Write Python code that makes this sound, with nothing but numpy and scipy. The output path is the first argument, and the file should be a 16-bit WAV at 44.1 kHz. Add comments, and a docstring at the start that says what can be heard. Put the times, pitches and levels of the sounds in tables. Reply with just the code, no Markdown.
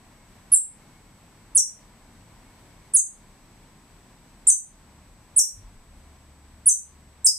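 """Small furnished room: a caged squirrel gives seven short whistled chirps.
Each arches up in pitch and slides down; perch, bars and wall echo it at once, the room rings on.
Behind it: room murmur, a far motor hum, a faint breathy tone, soft thuds in the house.
A camera adds hiss, a thin whine, rasp on loud sound and a gain control that ducks after each chirp."""
import sys
import numpy as np
from scipy import signal
from scipy.fft import rfft, irfft, next_fast_len
from scipy.io import wavfile
from scipy.ndimage import uniform_filter1d, minimum_filter1d

SR = 44100
rng = np.random.default_rng(int(sys.argv[2]) if len(sys.argv) > 2 else 0)


def transcribe(u):
    """Save the signal u as a 16-bit wav file named by the first command-line argument.

    u: samples, shape (n,) or (channels, n), limited to [-1, 1]; the rate is SR.
    q: integer samples, one column per channel.
    """
    v = np.clip(np.atleast_2d(u).T, -1, 1)
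    q = np.round(v * 32767).astype(np.int16)
    wavfile.write(sys.argv[1], SR, q)


N = 325458

# (start [s], top at [ms], top [Hz], bottom at [ms], bottom [Hz], slide lateness [exponent],
#  level at top [dB], octave re whistle [dB])
SQUIRREL_CHIRPS = [(0.5155, 9.5, 11020, 33, 7570, 2.1, -12.5, -51.5),
                   (1.547, 13, 10550, 38, 5686, 0.84, -14.5, -21.5),
                   (2.934, 17, 10450, 39, 6400, 1.17, -14.5, -24.5),
                   (4.468, 11.2, 9210, 36.5, 6176, 1.6, -14, -20),
                   (5.36, 13, 10030, 38, 5635, 1.1, -14.5, -11.5),
                   (6.656, 15, 10520, 41, 6070, 1.45, -13.5, -19.5),
                   (7.2434, 13.3, 9630, 30, 5046, 0.99, -15, -13.5)]
# perch, bar and wall echo delays: (left [ms], right [ms])
ECHO_DELAYS_MS = [(.590, .604), (1.441, 1.442), (2.128, 2.146), (2.734, 2.746), (5.743, 4.285),
                  (7.5, 7.954)]
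# same echoes re direct sound: (left [dB], right [dB])
ECHO_GAINS_DB = [(-12, -8), (-5, -3), (-12, -10), (-15, -15), (-15, -15), (-15, -17)]
# colour of direct sound and echoes: (frequency [Hz], gain [dB])
NEAR_COLOUR_DB = [(5000, -0.5), (6500, -3), (8500, 0.5), (11000, -0.5), (12500, -3), (15000, -11.5)]
# their balance: (frequency [Hz], left minus right [dB])
NEAR_BALANCE_DB = [(5000, 4.5), (7000, -3.5), (8500, 0.5), (10000, -4), (14000, -1.2)]
# room decay: (frequency [Hz], T60 [s])
TAIL_T60_S = [(5000, 0.23), (8000, 0.23), (10500, 0.24), (11500, 0.13), (12500, 0.28), (15000, 0.14)]
# room tail colour: (frequency [Hz], gain [dB])
TAIL_COLOUR_DB = [(5000, 13), (7000, 8), (8500, 16.5), (10500, -3), (11200, 3.5), (12300, 12),
                  (15000, -1.5)]
# murmur and microphone hiss: (frequency [Hz], relative density [dB])
MURMUR_COLOUR_DB = [(12, -27), (28, -7), (40, 2.5), (52, -13), (97, -7), (125, -9.5), (216, -10.5),
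                    (459, -22), (1030, -19.5), (1220, -25), (2200, -27), (2820, -31.5), (6180, -35.5),
                    (14700, -43), (16000, -54)]
# stereo width: (frequency [Hz], side re mid [dB])
MURMUR_WIDTH_DB = [(30, -21.5), (200, -18.5), (380, -10), (1290, -8.5), (2380, -4), (4400, -1), (15000, 1)]
# murmur swell: (time [s], level [dB])
MURMUR_LEVEL_DB = [(0, -53), (2.7, -52.5), (7.38, -54.5)]
# far motor: (start [s], length [s], level [dB])
HUM_SPELLS = [(4.748, 0.46, -58.5), (5.798, 1.7, -55.5)]
# breathy tone: (start [s], length [s], centre [Hz], level [dB])
TONE_SPELLS = [(0.05, .45, 2165, -74), (.6, .7, 2190, -74.5), (2.25, .7, 2195, -74)]
# thuds: (start [s], frequency [Hz], peak [dB])
HOUSE_THUDS = [(5.52, 46, -40.5), (5.56, 97, -42.5), (5.631, 39.9, -40.5), (5.659, 88, -50),
               (5.75, 25, -42.5), (5.9, 33.1, -51.5), (5.95, 36, -44.5)]
# camera whine: (frequency [Hz], level [dB])
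WHINE_TONES = [(8010, -67.5), (8400, -83.5)]

TIME_S = np.arange(N) / SR
PAN = np.array([[.5], [-.5]])  # left, right share of a level difference


def squirrel_chirp(top_ms, top_hz, bottom_ms, bottom_hz, lateness, level_db, octave_db):
    """Near-pure whistle on an arched pitch; the higher the arch, the softer the start."""
    attack_ms, linger_ms, close_ms = 3, 6, 4.3
    start_hz, soft_db_per_khz, slide_gain_db = .76 * top_hz, 15.5, 2.2
    end_ms = bottom_ms + linger_ms
    ms = np.arange(int(end_ms * SR / 1000)) * 1000 / SR
    rise_left = np.clip(1 - ms / top_ms, 0, 1)
    fall = np.clip((ms - top_ms) / (bottom_ms - top_ms), 0, 1)
    slide = .55 * ease(fall ** lateness) + .45 * fall ** lateness
    hz = top_hz - (top_hz - start_hz) * ease(rise_left ** 1.2) - (top_hz - bottom_hz) * slide
    phase = 2 * np.pi * np.cumsum(hz) / SR
    soft_db = soft_db_per_khz * (top_hz - 9300) / 1000
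    level = from_db(level_db - soft_db * rise_left ** 1.3 + slide_gain_db * fall)
    edges = np.minimum(1, np.minimum(ms / attack_ms, (end_ms - ms) / close_ms)) ** 2
    octave = from_db(octave_db - rise_left) * breathy_octave(phase)  # grows 1 dB up to the top
    return np.sqrt(2) * edges * level * (np.sin(phase) + octave)


def breathy_octave(phase, breath_share=.8, grain_ms=.8):
    """Second harmonic, part steady, part breath noise."""
    pole = np.exp(-1000 / (grain_ms * SR))
    a, b = unit_rms(smooth(rng.standard_normal((2, SR // 10)), pole))[:, -len(phase):]
    breath = a * np.sin(2 * phase) + b * np.cos(2 * phase)
    return np.sqrt(1 - breath_share) * np.sin(2 * phase) + np.sqrt(breath_share / 2) * breath


def squirrel():
    """Seven whistles from one spot."""
    out = np.zeros(N)
    for start_s, *shape in SQUIRREL_CHIRPS:
        chirp = squirrel_chirp(*shape)
        i = round(start_s * SR)
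        out[i:i + len(chirp)] += chirp
    return out


def cage_response(hz):
    """Near echoes comb the direct sound."""
    echoes = np.exp(-2j * np.pi * hz * np.array(ECHO_DELAYS_MS)[:, :, None] / 1000)
    comb = 1 + (from_db(ECHO_GAINS_DB)[:, :, None] * echoes).sum(axis=0)
    return comb * from_db(at_hz(NEAR_COLOUR_DB, hz) + at_hz(NEAR_BALANCE_DB, hz) * PAN)


def room_tail(build_ms=15):
    """Dense reflections build up, then die band by band."""
    t = np.arange(SR // 2) / SR
    tail, edges_hz = 0, np.geomspace(4000, 17000, 20)
    for low_hz, high_hz in zip(edges_hz, edges_hz[1:]):
        band = band_pass(rng.standard_normal((2, len(t))), low_hz, high_hz)
        centre_hz = np.sqrt(low_hz * high_hz)
        t60_s = at_hz(TAIL_T60_S, centre_hz)
        decay = from_db(-60 * t / t60_s) / np.sqrt(t60_s * SR / np.log(1e6))  # unit energy
        tail += band * from_db(at_hz(TAIL_COLOUR_DB, centre_hz)) * decay
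    return tail * (1 - np.exp(-(1000 * t / build_ms) ** 2))


def room(x):
    """Direct sound, cage echoes and tail, in stereo."""
    size = next_fast_len(N + SR)
    response = cage_response(np.fft.rfftfreq(size, 1 / SR)) + rfft(room_tail(), size)
    return irfft(rfft(x, size) * response, size)[:, :N]


def murmur(waver_db=.5, waver_hz=3.5, pan_db=.96):
    """Gently uneven room noise and hiss: centred bass, wide treble."""
    hz = np.fft.rfftfreq(N, 1 / SR)
    mid, side = rfft(rng.standard_normal((2, N))) * from_db(at_hz(MURMUR_COLOUR_DB, hz))
    mid, side = irfft(mid, N), irfft(side * from_db(at_hz(MURMUR_WIDTH_DB, hz)), N)
    drift = unit_rms(smooth(rng.standard_normal(N + SR), np.exp(-2 * np.pi * waver_hz / SR))[SR:])
    level_db = np.interp(TIME_S, *np.transpose(MURMUR_LEVEL_DB)) - waver_db * drift + pan_db * PAN
    return from_db(level_db) * (mid + side * [[1], [-1]]) / np.std(mid)


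def house_thuds(rise_s=.028):
    """Low tones that swell and die quickly."""
    out = 0
    for start_s, hz, peak_db in HOUSE_THUDS:
        age_s = np.maximum(TIME_S - start_s, 0)
        envelope = (age_s / rise_s * np.exp(1 - age_s / rise_s)) ** 2
        out += from_db(peak_db) * envelope * np.sin(2 * np.pi * hz * age_s)
    return out


def motor_hum(hz=71.6):
    """Far motor: one low tone that comes and goes."""
    level = sum(from_db(db) * spell(start_s, length_s, fade_s=.13)
                for start_s, length_s, db in HUM_SPELLS)
    return level * np.sqrt(2) * np.sin(2 * np.pi * hz * TIME_S)


def far_tone(half_width_hz=7):
    """Faint breathy tone: spells of narrow noise."""
    return sum(from_db(db) * spell(start_s, length_s, fade_s=.1)
               * band_noise(hz - half_width_hz, hz + half_width_hz)
               for start_s, length_s, hz, db in TONE_SPELLS)


def camera_whine():
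    """Two thin steady tones."""
    return sum(np.sqrt(2) * from_db(db) * np.sin(2 * np.pi * hz * TIME_S) for hz, db in WHINE_TONES)


def gain_control(x, knee_db=-27.5, slope=.56, release_db_per_s=57.5, attack_s=.012, lag_s=.018):
    """Ducks late on level above the knee, then recovers steadily."""
    level_db = 10 * np.log10(uniform_filter1d(np.mean(x ** 2, axis=0), size=441) + 1e-12)
    cut_db = slope * np.maximum(level_db - knee_db, 0)
    release_db = release_db_per_s * TIME_S
    cut_db = np.maximum.accumulate(cut_db + release_db) - release_db
    cut_db = smooth(cut_db, np.exp(-2 / (attack_s * SR)))
    return x * from_db(-np.interp(TIME_S - lag_s, TIME_S, cut_db))


def microphone_distortion(x, bend=.02, rasp_db=-29, rasp_exponent=1.7):
    """Second-order bend, plus rasp that grows faster than the sound."""
    envelope = np.sqrt(uniform_filter1d(x ** 2, size=44) + 1e-12)
    rasp = from_db(rasp_db) * envelope ** rasp_exponent * band_noise(1310, 13500)
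    return x + bend * x ** 2 + rasp


def limiter(x, ceiling_db=-2):
    """One smoothed gain holds the peaks of both channels."""
    gain = np.minimum(1, from_db(ceiling_db) / (np.abs(x).max(axis=0) + 1e-9))
    return x * uniform_filter1d(minimum_filter1d(gain, size=89), size=45)


def from_db(db):
    """Level to gain."""
    return 10 ** (np.asarray(db) / 20)


def at_hz(points, hz):
    """Curve read on a log frequency axis."""
    points_hz, values = np.transpose(points)
    return np.interp(np.log(hz + 1), np.log(points_hz), values)


def unit_rms(x):
    """Scale to rms 1."""
    return x / np.sqrt(np.mean(x ** 2))


def smooth(x, pole):
    """Double-pole low-pass."""
    return signal.lfilter([(1 - pole) ** 2], [1, -2 * pole, pole * pole], x)


def band_pass(x, low_hz, high_hz):
    """Band-pass, 12 dB per octave."""
    return signal.sosfilt(signal.butter(2, [low_hz, high_hz], "band", fs=SR, output="sos"), x)


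def band_noise(low_hz, high_hz):
    """Noise band, rms 1."""
    return unit_rms(band_pass(rng.standard_normal(N + SR), low_hz, high_hz)[SR:])


def ease(x):
    """S-curve, 0 to 1."""
    return np.sin(np.pi / 2 * x) ** 2


def spell(start_s, length_s, fade_s):
    """Fade in, hold, fade out."""
    age_s = TIME_S - start_s
    return ease(np.clip(np.minimum(age_s, length_s - age_s) / fade_s, 0, 1))


def scene():
    """Squirrel in its room over the background."""
    out = room(squirrel()) + murmur()
    faint = house_thuds() + motor_hum() + far_tone() + camera_whine()
    return out + faint * from_db(PAN)  # 1 dB to the left


def record(dry):
    """Camera chain: gain control, distortion, limiter, low-pass."""
    out = limiter(microphone_distortion(gain_control(dry)))
    stop_hz = 16500
    return signal.sosfilt(signal.cheby2(12, 80, stop_hz, fs=SR, output="sos"), out)


dry = scene()
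out = record(dry)
transcribe(out)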